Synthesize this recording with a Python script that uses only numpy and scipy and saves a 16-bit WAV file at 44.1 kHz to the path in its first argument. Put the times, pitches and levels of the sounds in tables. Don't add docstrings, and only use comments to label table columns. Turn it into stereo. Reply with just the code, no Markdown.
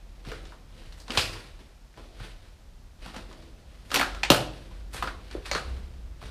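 import sys
import numpy as np
from scipy import signal
from scipy.fft import rfft, irfft
from scipy.io import wavfile

SR = 44100
rng = np.random.default_rng(int(sys.argv[2]) if len(sys.argv) > 2 else 0)


def boost_factor(decibels):
    exponent = np.asarray(decibels, float) / 20
    return 10 ** exponent


def transcribe(signal):
    frames = np.atleast_2d(signal).T
    limited = np.clip(frames, -1, 1)
    pcm = np.round(limited * 32767).astype(np.int16)
    wavfile.write(sys.argv[1], SR, pcm)


N = 278094

# pitch_hz, level_db
HISS_COLOUR = [(41, -32), (70, -9), (195, -15.5), (239, -17.5), (412, -26), (541, -20.5), (1610, -29),
               (5140, -31.5), (13300, -44), (14900, -46), (16000, -74.5)]
# start_s, level_db, pitch_hz
HOUSING_SWING = [(0, -50, 42.05), (1.2, -48, 41.98), (1.6, -56, 41.96), (2.8, -56, 42.02),
                 (3.3, -49.5, 41.9), (3.6, -49.5, 49.43), (4.6, -44, 47.3), (5.4, -46, 49.3),
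                 (5.63, -52, 47.1), (5.67, -33, 64.2), (5.83, -35, 65.3), (5.95, -41, 68.6),
                 (6.02, -48, 55.4), (6.3, -41.5, 54)]
# start_s, level_db
BODY_JOLTS = [(0.09, -47), (0.3, -39), (0.44, -44), (1.21, -46), (1.3, -45), (1.56, -47), (2.02, -43.5),
              (2.23, -45), (2.35, -46), (2.63, -48.5), (2.74, -54.5), (2.86, -44), (3.07, -44), (3.25, -42),
              (3.39, -54), (4.12, -38), (4.32, -36.5), (4.89, -39.5), (5.0, -41), (5.11, -43), (5.37, -39),
              (5.53, -39.5), (6.07, -37)]
# pitch_hz, width_hz, level_db
HOUSING_MODES = [(1350, 660, 1), (2650, 76, -26), (4300, 1030, -8), (5160, 400, -18.5), (8900, 2900, -3)]
# pitch_hz, time_to_fall_60db_s
ROOM_RING = [(100, 0.86), (300, 0.54), (700, 0.5), (1800, 0.38), (4500, 0.4), (12000, 0.26)]
# pitch_hz, level_db
ROOM_LEVEL = [(100, -3.5), (400, -1.5), (1500, -3), (4000, -4), (12000, -0.5)]
# delay_s, level_db
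WALL_ECHOES = [
    (.004, -12.5),
    (.009, -20.5),
    (.016, -8.5),
]
# pitch_hz, width_hz, level_db
FLOOR_MODES = [(156, 16, -17), (265, 62.5, 8), (596, 42, -5.5)]
# start_s, peak_db, board_pitch_hz, floor_body_relative_db
BOARD_THUDS = [(0.271, -31, 127.4, -10), (0.318, -31, 456, -8), (1.097, -30.5, 226, 2.5),
               (1.177, -22.5, 98, -14), (1.191, -29, 100, -1), (1.977, -41.5, 390, -7),
               (2.202, -34, 103, -4), (3.058, -40, 177, -6), (3.163, -35.5, 190, 4), (3.428, -52, 102, -2),
               (3.942, -29, 407, -1), (3.969, -21, 738, -14), (3.998, -15.5, 690, -4),
               (4.012, -14.5, 750, -9), (4.233, -18, 760, -9.5), (4.301, -4, 553, -5),
               (4.303, -8.5, 309, -1), (4.305, -13, 125, -8), (4.344, -25, 673, 1),
               (4.705, -42.5, 134, -13), (4.944, -36, 101, 8.5), (5.024, -25, 704, -6),
               (5.073, -36.5, 487, 1), (5.349, -23, 373, -23), (5.361, -40, 100, -3),
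               (5.379, -35, 433, -12), (5.515, -21, 600, -5), (5.554, -23.5, 434, -15),
               (6.225, -38, 113, 4)]
# start_s, level_db, pitch_hz, width_hz, time_to_fall_60db_s
SHARD_RATTLES = [
    (1.176, -33, 2600, 450, 0.46),
    (1.185, -34.5, 4830, 600, 0.47),
    (4.012, -27, 1270, 900, 0.17),
    (5.075, -36, 1240, 1000, 0.13),
    (5.514, -33.5, 4300, 350, 0.3),
    (5.551, -30.5, 1350, 600, 0.17),
    (5.352, -34.5, 397, 120, 0.17),
]
# start_s, peak_db, pitch_hz, crackle_relative_db, splinter_relative_db
SHARD_SNAPS = [(1.105, -19.5, 2440, 3, -30), (1.151, -21, 1680, -4, -40), (1.174, -3.5, 3300, 2, -24),
               (1.182, -17.5, 3060, 5, -18), (1.195, -8, 2520, -16, -37), (3.164, -26, 851, 3, -29),
               (3.916, -19.5, 1300, 4.5, -17), (3.943, -8.5, 3650, 9.5, -6), (3.95, -5.5, 4150, -1, -10),
               (3.959, -7, 2800, 2, -26), (3.996, -11, 1540, 1.5, -16), (4.012, -21, 1700, 10, -6),
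               (4.029, -10, 1350, -27, -27), (4.233, -6.5, 2200, -3, -27), (4.302, 2, 2740, 2, -13),
               (4.317, -4.5, 754, -21, -13.5), (4.345, -10, 1390, -25, -14),
               (5.025, -9.5, 1094, -16.5, -26), (5.073, -22.5, 1360, -2, -35), (5.514, -15, 3960, 8, -19),
               (5.534, -20, 1180, 1, -23), (5.55, -14.5, 1270, 2.5, -28), (5.562, -21.5, 1370, 1, -34),
               (5.58, -22, 1010, -1, -37)]
# start_s, peak_db, pitch_hz, crackle_relative_db
SMALL_TICKS = [(0.25, -39, 1010, 6), (0.273, -34, 3700, -9), (0.297, -32, 2570, -12),
               (0.317, -26, 1340, -2), (0.342, -36, 2140, -11), (0.453, -40.5, 3050, 7.5),
               (0.522, -35, 970, -8), (0.924, -38, 2820, 4), (0.979, -49, 990, 11), (1.001, -30, 4430, -11),
               (1.081, -36.5, 950, 11.5), (1.591, -45, 960, 0), (1.355, -31, 970, -10),
               (1.941, -41.5, 1680, -9), (1.975, -34, 1030, -6), (2.199, -33.5, 1520, -10),
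               (2.318, -43, 2800, -6.5), (3.061, -30, 860, 2), (3.144, -28.5, 880, -8),
               (3.312, -40, 1210, 1), (3.328, -43.5, 790, 9.5), (3.424, -51, 1060, 11.5),
               (3.904, -37, 1530, 11), (4.148, -29.5, 1280, 4.5), (4.711, -40, 915, -6),
               (5.312, -39, 1570, 11), (5.455, -34, 2130, -3), (5.469, -31, 3430, 4),
               (5.767, -39.5, 1400, -2), (6.216, -33.5, 1090, -10)]
# peak_s, crunch_db, rise_of_30db_s, fall_of_60db_s, weight_on_boards_relative_db
SOLE_PRESSES = [(0.29, -40.5, 0.08, .5, -0.5), (0.50, -51, 0.7, .4, 2), (0.78, -53, 0.24, 1.5, -1),
                (1.018, -50.5, 0.27, 0.1, -1), (1.122, -32, .05, 0.02, 1),
                (1.184, -26.5, 0.1128, 0.2742, -3.5), (1.24, -37.5, 0.12, 1.01, -4),
                (1.61, -50, 0.1, 0.12, 3), (1.98, -51.5, 0.08, 1.14, 5), (2.21, -43, .12, 0.56, -4.5),
                (2.45, -56.5, .5, 0.6, -3.5), (3.03, -43, .06, 0.85, -3), (3.161, -39.5, 0.1, 0.2, -0.5),
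                (3.32, -54.5, 0.4, 1.5, 4.5), (3.79, -57, 0.8, 8, -3), (3.964, -24, 0.0782, 0.38, -3.5),
                (4.017, -25, 0.1268, 0.04, -10), (4.58, -51, 1.5, 1.3, 0), (4.948, -33, 0.04, 0.29, -10),
                (5.03, -40, .03, 0.41, 1.5), (5.33, -49.5, 0.7, 1.5, -1.5), (5.462, -39.5, 0.08, 0.57, -13),
                (5.561, -28.5, 0.0734, 0.19, -1), (6.239, -43.5, 0.09, 0.7, -5)]
# peak_s, level_db, rise_of_30db_s, fall_of_60db_s
GRIT_SETTLING = [
    (0.0, -65, .1, 4),
    (3.926, -38, 0.0463, 0.4),
    (4.2, -49.5, 1, 2),
    (5.63, -48, 0.7, 1.22),
]
# peak_s, level_db, rise_of_30db_s, fall_of_60db_s
DUST_SKIDS = [
    (1.015, -64, 0.2, 0.1),
    (1.188, -45, 0.08, 0.33),
    (3.96, -45, 0.09, 0.1),
    (4.309, -34.5, 0, 0.2052),
    (4.946, -44, 0.03, 0.08),
]


def rms_one(x):
    return x / np.sqrt(np.mean(x ** 2) + 1e-20)


def peak_one(x):
    return x / np.abs(x).max(axis=-1, keepdims=True)


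def in_time(rows):
    s, *columns = np.transpose(rows)
    return [np.interp(np.arange(N) / SR, s, column) for column in columns]


def at_hz(points, hz):
    table_hz, values = np.transpose(points)
    return np.interp(np.log(hz + 1), np.log(table_hz), values)


def swells(s, db, rise, fall):
    t = np.arange(0, N + 64, 64) / SR - np.c_[s]
    return boost_factor(np.c_[db] + np.minimum(30 * t / np.c_[rise], -60 * t / np.c_[fall]))


def every_sample(slow):
    return np.interp(np.arange(N) / 64, np.arange(len(slow)), slow)


def band(x, low_hz, high_hz):
    edges_hz = [low_hz, min(high_hz, .45 * SR)]
    return signal.sosfilt(signal.butter(2, edges_hz, "band", fs=SR, output="sos"), x)


def resonance(x, hz, width):
    r = np.exp(-np.pi * max(width, 2) / SR)
    top = np.array([1, 0, -1]) * (1 - r * r) / 2
    return signal.lfilter(top, [1, -2 * r * np.cos(2 * np.pi * hz / SR), r * r], x)


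def modes(x, table, widen):
    return sum((-1) ** k * boost_factor(db) * resonance(x, hz, width * widen) for k, (hz, width, db) in enumerate(table))


def drift(rate):
    r = np.exp(-2 * np.pi * rate / SR)
    wander = signal.lfilter([1], [1, -2 * r, r * r], rng.standard_normal(N + SR))
    return rms_one(wander[SR:])


def hiss():
    colour = boost_factor(at_hz(HISS_COLOUR, np.fft.rfftfreq(N, 1 / SR)))
    return boost_factor(-60) * rms_one(irfft(rfft(rng.standard_normal(N)) * colour, N))


def rumble():
    level_db, hz = in_time(HOUSING_SWING)
    s, db = np.transpose(BODY_JOLTS)
    jolts = every_sample(swells(s, db, rise=[0.17], fall=[0.35]).sum(axis=0))
    level = np.hypot(boost_factor(level_db), jolts)
    wavering_hz = hz * (1 + 0.0476 * drift(14.4))
    swing = np.sin(2 * np.pi * np.cumsum(wavering_hz) / SR) * boost_factor(2.0 * drift(8.1))
    upper = rms_one(resonance(rng.standard_normal(N), 62.8, 22.5))
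    buffet = rms_one(band(rng.standard_normal(N), 25.1, 52.0))
    moving = boost_factor(-1.25) * level * (rms_one(swing) + 0.35 * buffet + 0.22 * upper)
    steady = boost_factor(np.minimum(level_db, -46) - 7) * upper + boost_factor(-55.0) * buffet
    return moving + steady


def room(direct, sent):
    t = np.arange(SR) / SR
    tail = np.zeros((3, SR))
    edges = 70 * 2 ** np.arange(0, 8, .5)
    white = rng.standard_normal((2, 3, SR))
    for k, (low, high) in enumerate(zip(edges, edges[1:])):
        hz = np.sqrt(low * high)
        shape = boost_factor(-60 * t / at_hz(ROOM_RING, hz)) * (1 - np.exp(-t / 0.0035))
        shape = shape / np.sqrt(np.sum(shape ** 2))
        tail += band(white[k % 2], low, high) * shape * boost_factor(at_hz(ROOM_LEVEL, hz))
    echoes = sum(boost_factor(db) * np.roll(direct, round(lag * SR)) for lag, db in WALL_ECHOES)
    return echoes + signal.fftconvolve(sent, tail, axes=1)[:, :N].sum(axis=0)


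def bursts(count, length, lead):
    t = np.arange(SR // 12) / SR
    click = t == 0
    spikiness = boost_factor(3.0 * rng.standard_normal((count, len(t))))
    noise = rng.standard_normal((count, len(t))) * spikiness
    return noise * np.exp(-t / length) - lead * click, np.tile(click, (count, 1)) + 1e-18


def lay(times, wet_db, direct, even):
    out = np.zeros((4, N + SR))
    past_doorway = times > 4.75
    match = np.sqrt(np.sum(direct ** 2, axis=1) / np.sum(even ** 2, axis=1))
    even = even * (boost_factor(wet_db - 2 * past_doorway) * match)[:, None]
    for k, s in enumerate(times):
        i = round(s * SR)
        out[0, i:i + direct.shape[1]] += direct[k]
        out[1 + k % 3, i:i + direct.shape[1]] += even[k]
    return out[:, :N]


def rattles():
    out, t = np.zeros(N + SR), np.arange(SR // 2) / SR
    for s, db, hz, width, t60 in SHARD_RATTLES:
        shake = rng.standard_normal(len(t)) * boost_factor(2.9 * drift(32.0)[:len(t)])
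        ring = rms_one(resonance(resonance(shake, hz, width), hz, 2 * width))
        i = round(s * SR)
        out[i:i + len(t)] += boost_factor(db - 60 * t / t60) * ring
    return out[:N]


def thuds():
    s, db, hz, body_db = np.transpose(BOARD_THUDS)
    s = s + .002
    sounds = []
    for x in bursts(count=len(s), length=0.0057, lead=27.0):
        ring = np.array([resonance(resonance(row, f, 0.29 * f), f, 0.94 * f) for row, f in zip(x, hz)])
        floor = peak_one(modes(x, FLOOR_MODES, widen=2.32))
        knock = peak_one(band(band(x, 123, 620), 74, 1390))
        body = boost_factor(body_db)[:, None] * peak_one(floor + boost_factor(2) * knock)
        sounds.append(boost_factor(db - 1.5)[:, None] * (peak_one(ring) + body))
    return lay(s, -3.5, *sounds)


def shard_ring(x, hz):
    core = resonance(x, hz, 1.4 * hz) + 1.4 * resonance(x, hz, 0.23 * hz)
    return resonance(core, hz, 0.8 * hz)


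def cracks():
    snaps = [(*row, -0.45) for row in SHARD_SNAPS]
    ticks = [(*row, -22, 2.7) for row in SMALL_TICKS]
    s, db, hz, broad_db, edge_db, wet_db = np.transpose(snaps + ticks)
    sounds = []
    for x in bursts(count=len(s), length=0.0042, lead=3.96):
        ring = np.array([shard_ring(row, f) for row, f in zip(x, hz)])
        broad = boost_factor(broad_db)[:, None] * peak_one(band(band(x, 410, 4150), 400, 10300))
        edge = boost_factor(edge_db + 9.0)[:, None] * peak_one(band(x, 6700, 15500))
        sounds.append(boost_factor(db - 8.5)[:, None] * (peak_one(ring) + broad + edge))
    return lay(s, wet_db, *sounds)


def grit():
    *shape, weight_db = np.transpose(SOLE_PRESSES)
    presses = swells(*shape)
    settling = swells(*np.transpose(GRIT_SETTLING)).sum(axis=0)
    skids = every_sample(swells(*np.transpose(DUST_SKIDS)).sum(axis=0))
    crunch = every_sample(np.maximum(presses.max(axis=0), settling))
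    loads = (boost_factor(weight_db)[:, None] * presses).max(axis=0)
    weight = every_sample(np.maximum(loads, settling))

    born = rng.random(N) < 1800.0 * boost_factor(6.0 * drift(30)) / SR
    size = boost_factor(2.04 * np.minimum(rng.exponential(1, N), 5))
    grains = born * size * rng.choice([-1, 1], N)
    grains = grains + 0.13 * rng.standard_normal(N)

    spray = rms_one(band(grains, 6100, 12100)) * skids
    low = rms_one(band(grains, 73, 552)) * weight * boost_factor(-5.5)
    middle = rms_one(band(band(grains, 670, 5470), 575, 5700))
    dust = rms_one(band(grains, 4300, 9900)) * boost_factor(-10.5)
    return boost_factor(-4.5) * crunch * (middle + dust) + low + spray


def scene():
    direct, *sent = cracks() + thuds()
    crunch = grit()
    sent = np.array(sent) + crunch * [[1], [0], [0]]
    air = direct + crunch + rattles() + room(direct, sent)
    air = air + boost_factor(-9.5) * modes(air, HOUSING_MODES, widen=0.86)
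    return np.tile(air + rumble() + hiss(), (2, 1))


def top_cut(x):
    return signal.sosfilt(signal.butter(12, 16440, fs=SR, output="sos"), x)


def record(dry):
    rounded = 1.1 * np.tanh(dry / 1.1)
    x = signal.sosfilt(signal.cheby2(10, 50, 16200, fs=SR, output="sos"), rounded)
    treble = boost_factor(-24.5) * band(np.roll(x[0], 9), 7700, 20000)
    middle = boost_factor(-38.0) * band(np.roll(x[0], 40), 930, 2400)
    mix = x + (treble + middle) * [[1], [-1]]
    return top_cut(mix)


dry = scene()
out = record(dry)
transcribe(out)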